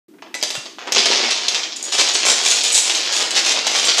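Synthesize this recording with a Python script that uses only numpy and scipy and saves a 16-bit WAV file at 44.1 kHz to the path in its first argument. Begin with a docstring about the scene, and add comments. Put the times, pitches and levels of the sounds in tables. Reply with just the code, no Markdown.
"""A live room with a hard floor, heard through one microphone. Chains of dominoes topple, the first pieces
close by: a few single clacks, then a small tower crashes and a wall of harder, ringing tiles caves in
piece by piece. Every contact is a tiny crack with a short ring, heard as a thud of the floor, the clack
of the piece and the bright snap of its edge. A faint room tone lies underneath."""
import sys
import numpy as np
from scipy import signal
from scipy.fft import rfft, irfft, next_fast_len
from scipy.io import wavfile
from scipy.ndimage import uniform_filter1d, minimum_filter1d

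SR = 44100
rng = np.random.default_rng(int(sys.argv[2]) if len(sys.argv) > 2 else 0)


def unload_wav(signal):
    """Save mono or channel-first audio to the path in sys.argv[1] as 16-bit WAV at rate SR, clipped to [-1, 1]."""
    wavfile.write(
        sys.argv[1],
        SR,
        np.round(np.clip(np.atleast_2d(signal).T, -1, 1) * 32767).astype(np.int16),
    )


N = 176400
CONTACT_T = np.arange(SR // 40) / SR


def amp(db):
    """Decibels to gain."""
    return 10 ** (np.asarray(db) / 20)


def along(points, hz):
    """Read a curve of (Hz, value) points on a log frequency axis."""
    freqs, values = np.transpose(points)
    return np.interp(np.log(hz + 1), np.log(freqs + 1), values)


def add(track, start_s, sound):
    """Mix a sound into a track."""
    i = int(np.clip(round(start_s * SR), 0, N))
    track[..., i:i + sound.shape[-1]] += sound[..., :N - i]


def coloured(x, colour, resonances=(), size=8192):
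    """Pass a sound through a causal filter of unit power with the given colour and resonances."""
    hz = np.fft.rfftfreq(size, 1 / SR)
    peaks_db = sum(lift / (1 + (2 * (hz - centre) / width) ** 2) for centre, width, lift in resonances)
    cepstrum = irfft(np.log(amp(along(colour, hz) + peaks_db)))
    cepstrum[1:size // 2] *= 2  # fold to minimum phase
    cepstrum[size // 2 + 1:] = 0
    impulse = irfft(np.exp(rfft(cepstrum)))
    return signal.fftconvolve(x, impulse / np.linalg.norm(impulse))[:N]


def contacts(count, crack_t60_s=.011, ring_t60_s=.022, ring_db=-17, centre_hz=4027):
    """Touches of unit energy, one per row: a crack and eight brief modes of a random piece."""
    crack = rng.standard_normal((count, len(CONTACT_T))) * amp(-60 * CONTACT_T / crack_t60_s)
    mode_hz = centre_hz * np.exp(.42 * rng.standard_normal((count, 8, 1)))
    ring = np.sin(2 * np.pi * mode_hz * CONTACT_T).sum(1)
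    touch = crack + ring * amp(ring_db - 60 * CONTACT_T / ring_t60_s)
    return touch / np.linalg.norm(touch, axis=1, keepdims=True)


def shower(start_s, length_s, count, scatter_db=5.5):
    """Irregular contact times and sizes whose mean power is 1; the first is prompt and firm."""
    jitter, force = rng.random(count), np.clip(rng.standard_normal(count), -2, 2)
    jitter[0], force[0] = 0, 1
    times = start_s + (np.arange(count) + jitter) * length_s / count
    sizes = amp(scatter_db * force)
    return times, sizes * np.sqrt(length_s * SR / np.sum(sizes ** 2))


# The quiet room at the microphone: freq_hz, gain_db
AIR_COLOUR = [(60, -30), (330, 9.5), (600, -17), (15000, -29.5)]

def room_tone(level_db=-48):
    """A faint, steady, low rush of noise."""
    return amp(level_db) * coloured(rng.standard_normal(N), AIR_COLOUR)


# Single clacks that stand clear: start_s, level_db, thud_offset_db, snap_offset_db
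BLOWS = [(.139, -41.5, 11.5, -14), (.185, -29.5, 9, -15), (0.222, -17.5, 8, -30), (0.262, -21, 5, -28),
         (0.343, -3, 0, 2), (0.413, -6, -23, -14), (0.427, 8, -8, -2), (0.504, 2, -4.5, -4),
         (.552, -2.5, 1.5, -2.5), (0.657, -6.5, -2.5, -16), (.785, -13.5, 8.5, -10), (.874, -5, 3, -35),
         (.922, 11, -15, -5), (.949, 8, -5, -7), (0.962, 12, -3.5, -11), (.981, 16, -15, -31),
         (1.057, 11, -4, -6), (1.113, 9.5, -4, -18), (1.308, 9.5, -10, -6), (1.483, 10.5, -19, -4),
         (1.546, 9.5, -29, -8), (1.633, 4, -25, -14), (1.722, -1, -30, -14), (1.763, -6, -24, 0),
         (1.986, 9.5, -6.5, -10), (2.151, 11.5, -8.5, -19), (2.232, 7.5, -8, -23), (2.298, 11, -13, -11),
         (2.505, 9, -30, 4.5), (2.745, 12, -40, 4.5), (2.778, 6, -28, 6.5), (2.899, 9, -9, -9),
         (3.126, 2.5, -15, -12), (3.224, 4.5, -8, -3), (3.307, 5, -13, -6), (3.668, 10, -4, -3),
         (3.751, 8, -5, -13), (3.884, 15, -8.5, -22)]

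def blows(count=4, flight_s=.005, bounce_db=-2, loss_db=4.5, soft_db=-20.5):
    """A piece strikes and makes a few quick, weaker bounces; soft touches lose their treble."""
    parts = np.zeros((3, N))  # clack, thud, snap
    dull = signal.butter(2, 3500, fs=SR, output="sos")
    for start, db, thud, snap in BLOWS:
        gain = amp(db + np.array([0, thud, snap]))[:, None]
        touches = contacts(count + 1)
        first, *bounces = signal.sosfilt(dull, touches) if db < soft_db else touches
        add(parts, start, gain * first)
        delays = np.cumsum(flight_s * (.5 + rng.random(count)))
        for k, delay in enumerate(delays):
            add(parts, start + delay, gain * amp(bounce_db - loss_db * k) * bounces[k])
    return parts


# Tone of the piece, the floor under it and its edge: freq_hz, gain_db
CLACK_COLOUR = [(200, -101.5), (600, -27.5), (2000, -4.5), (3200, 3.5), (5000, 5), (6400, 1), (8000, -7.5),
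                (11000, -25), (15500, -54)]
THUD_COLOUR = [(40, -42), (120, -34), (200, -7), (400, 3), (750, 5), (1250, 0.5), (2200, -1.5), (3600, -14),
               (6000, -72.5)]
SNAP_COLOUR = [(1000, -62), (4000, -27), (6500, 9.5), (7800, 11.5), (9000, 3), (11000, -6.5), (13000, -21),
               (15500, -24.5)]

def pieces_on_floor(clack, thud, snap):
    """Each contact sounds through the body of the piece, the floor and the piece's edge."""
    return coloured(clack, CLACK_COLOUR) + coloured(thud, THUD_COLOUR) + coloured(snap, SNAP_COLOUR)


# An edge at close range, top treble intact: freq_hz, gain_db
CLOSE_COLOUR = [(3000, -6), (8000, -7), (13000, 1), (15500, -19)]

def close_snaps(snap, until_s=.94, gain_db=-16):
    """The first pieces fall near the microphone, so their snaps also arrive dry and bright."""
    return amp(gain_db) * coloured(snap * (np.arange(N) / SR < until_s), CLOSE_COLOUR)


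# Blocks landing close by: start_s, level_db, pitch_hz, t60_s
BLOCK_LANDINGS = [(.3417, -27, 1997, .2), (.556, -30, 2750, .33), (.658, -44, 2750, .25)]
# Modes of a block: pitch_ratio, gain_db
BLOCK_MODES = [(1, 2), (1.294, -4), (1.701, -9), (1.995, -5), (2.887, -7)]

def blocks():
    """Free blocks ring on landing, the higher modes more briefly."""
    out, t = np.zeros(N), np.arange(SR // 4) / SR
    for start, level, hz, t60 in BLOCK_LANDINGS:
        for ratio, db in BLOCK_MODES:
            add(out, start, amp(level + db - 60 * t * ratio / t60) * np.sin(2 * np.pi * hz * ratio * t))
    return out


# Pieces coming down together: start_s, length_s, level_db, thud_offset_db, snap_offset_db
SPILLS = [(0.487, 0.11, -39.5, -7, 1), (1.059, .12, -19.5, -13, -22), (1.921, .04, -19.5, -6.5, -4),
          (1.982, 0.041, -14, -8.5, -3.5), (2.252, 0.08, -16.5, -5.5, 0), (2.437, 0.069, -18, -11.5, -1.5),
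          (2.737, 0.046, -36, -1, 10), (3.352, .048, -14.5, -11, -5.5), (3.447, 0.086, -17.5, -12, -3.5),
          (3.829, 0.089, -21.5, -10, -8), (3.973, 0.036, -17, -5, -1)]

def spills(count=26):
    """A group of pieces hits the floor in a dense burst that swells and ebbs."""
    parts = np.zeros((3, N))
    swell = np.sqrt(.5 + np.hanning(count))[:, None]
    for start, length, db, thud, snap in SPILLS:
        gain = amp(db + np.array([0, thud, snap]))[:, None]
        times, sizes = shower(start, length, count)
        for at, size, touch in zip(times, sizes, contacts(count) * swell):
            add(parts, at, size * gain * touch)
    return parts


def floor_thump(start_s=.576, pitch_hz=135, level_db=-28, t60_s=.06):
    """The floor thumps once close by: one low mode that dies quickly."""
    out, t = np.zeros(N), np.arange(SR // 4) / SR
    add(out, start_s, amp(level_db - 60 * t / t60_s) * np.sin(2 * np.pi * pitch_hz * t))
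    return out


# Loudness of the chains running across the floor: time_s, clack_db, thud_db, snap_db
CHAIN_LEVELS = [(.79, -44, -43.5, -55), (.91, -37, -29, -58), (.96, -21.5, -36.5, -51),
                (1.2, -20.5, -24.5, -43), (1.37, -22.5, -32, -49), (1.56, -29, -32, -52),
                (1.7, -46, -42, -68), (1.91, -31.5, -39, -69), (2.01, -19.5, -30, -29),
                (2.21, -27.5, -38, -47), (2.39, -22.5, -29, -28.5), (2.62, -21, -32.5, -27.5),
                (2.88, -21.5, -30.5, -22.5), (3.09, -22, -31, -32.5), (3.17, -20.5, -30.5, -21),
                (3.29, -31.5, -29.5, -42), (3.37, -22.5, -31, -27), (3.56, -23, -26, -42),
                (3.65, -24.5, -31.5, -60), (3.72, -23, -30, -27), (4, -20.5, -31.5, -31)]

def chain_rattle(falls=125, per_fall=8, fall_scatter_db=2.2):
    """Piece tips piece: about forty falls a second, each a clump of contacts with its own strength."""
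    parts = np.zeros((3, N))
    knots, *levels = np.transpose(CHAIN_LEVELS)
    times, sizes = shower(knots[0], knots[-1] - knots[0], falls * per_fall, scatter_db=3)
    force = np.repeat(amp(fall_scatter_db * np.clip(rng.standard_normal(falls), -2, 2)), per_fall)
    sizes = sizes * force / np.sqrt(np.mean(force ** 2))
    gains = amp(np.transpose([np.interp(times, knots, level) for level in levels]))
    for at, size, gain, touch in zip(times, sizes, gains, contacts(len(times))):
        add(parts, at, size * gain[:, None] * touch)
    return parts


# The floor under heavy pieces: freq_hz, gain_db
BOOM_COLOUR = [(100, -27), (220, -6), (420, 5.5), (800, -13), (2000, -60)]
# Its resonances: centre_hz, width_hz, lift_db
FLOOR_MODES = [(239, 16, 11), (315, 10, 12), (389.3, 16, 11), (490, 24, 10)]

def tower(start_s=.93, length_s=.35, level_db=-26, count=50):
    """The tower's heavy pieces make the floor boom, swelling and ebbing as they fall."""
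    out = np.zeros(N)
    swell = np.sqrt(np.hanning(count))[:, None]
    times, sizes = shower(start_s, length_s, count)
    for at, size, touch in zip(times, sizes, contacts(count) * swell):
        add(out, at, size * touch)
    return amp(level_db) * coloured(out, BOOM_COLOUR, FLOOR_MODES)


# The wall caving in, out in the room: start_s, length_s, level_db, pitch_hz
TILE_CHATTERS = [(1.762, .008, -23, 6830), (1.827, .026, -18.5, 6870), (1.925, .04, -23, 6940),
                 (2.088, .085, -20, 6880), (2.257, .05, -16, 7580), (2.484, .11, -19.5, 6850),
                 (2.636, .05, -17.5, 6880), (2.722, .07, -18, 7880), (2.738, .049, -16.5, 6850),
                 (3.125, .069, -21, 6900), (3.307, .017, -21, 7650), (3.765, .19, -23, 3200),
                 (3.852, .026, -19, 7500)]
# Modes of a hard tile: pitch_ratio, gain_db
TILE_MODES = [(1, 10), (1.12, 0), (1.23, -4), (1.41, -9)]

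def tiles(count=12, t60_s=.036, detune=.01, vary_db=3, fade_db=5):
    """Hard tiles chatter together in fading bursts; each touch ticks and rings their high modes anew."""
    rings, ticks = np.zeros((2, N))
    ratios, mode_db = np.transpose(TILE_MODES)
    for start, length, db, hz in TILE_CHATTERS:
        times, sizes = shower(start, length, count)
        sizes = sizes * amp(db + fade_db * (np.linspace(1, 0, count) ** 2 - 1))
        for at, size, tick in zip(times, sizes, contacts(count)):
            tune, vary = rng.standard_normal((2, len(ratios)))
            modes = np.sin(2 * np.pi * np.outer(hz * ratios * (1 + detune * tune), CONTACT_T))
            ring = amp(mode_db + vary_db * vary) @ modes * amp(-60 * CONTACT_T / t60_s)
            add(rings, at, size * ring / np.linalg.norm(ring))
            add(ticks, at, size * tick)
    ring_band = signal.butter(2, [2600, 10000], "band", fs=SR, output="sos")
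    tick_band = signal.butter(2, [5400, 8600], "band", fs=SR, output="sos")
    return signal.sosfilt(ring_band, rings) + signal.sosfilt(tick_band, ticks)


# How long the room rings: freq_hz, t60_s
ROOM_DECAY = [(300, 0.38), (3700, 0.57), (12000, 0.52)]

def room(x, stretches=40, wet_db=1, delay_s=.002):
    """Each stretch of the fall gets its own reverberant tail, so the room's echo keeps shifting."""
    wet, step = np.zeros(N), N // stretches
    for i in range(0, N, step):
        hz, t, noise = signal.stft(rng.standard_normal(SR // 3), SR, nperseg=256)
        decay = amp(-60 * t / along(ROOM_DECAY, hz)[:, None])
        tail = signal.istft(noise * decay, SR, nperseg=256)[1]
        knots = i + step * np.array([-.5, .5, 1.5])
        crossfade = np.interp(np.arange(N), knots, [i == 0, 1, i + step >= N])
        first = max(0, i - step // 2)
        stretch = (x * crossfade)[first:i + 2 * step]
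        add(wet, first / SR + delay_s, signal.fftconvolve(stretch, tail / np.linalg.norm(tail)))
    return (x + amp(wet_db) * wet) / np.hypot(1, amp(wet_db))


def scene():
    """At the microphone: the falls with the room's echo, the nearest sounds dry, and the room tone."""
    air = room_tone()
    clack, thud, snap = blows() + spills() + chain_rattle()
    falls = pieces_on_floor(clack, thud, snap) + tower() + tiles()
    close = close_snaps(snap) + blocks() + floor_thump()
    return (room(falls) + close + air)[None]


def record(dry, open_s=.083, low_cut_hz=130, top_hz=15300):
    """All is silent until just after the start; then a low cut, a peak limiter and a band limit."""
    low_cut = signal.butter(2, low_cut_hz, "high", fs=SR, output="sos")
    x = signal.sosfilt(low_cut, dry * (np.arange(N) / SR > open_s))
    limiter_gain = minimum_filter1d(1 / np.maximum(1, np.abs(x)), size=129)
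    x = x * uniform_filter1d(limiter_gain, size=65)
    size = next_fast_len(N + SR // 4)
    in_band = np.fft.rfftfreq(size, 1 / SR) < top_hz
    return irfft(rfft(x, size) * in_band, size)[:, :N]


dry = scene()
out = record(dry)
unload_wav(out)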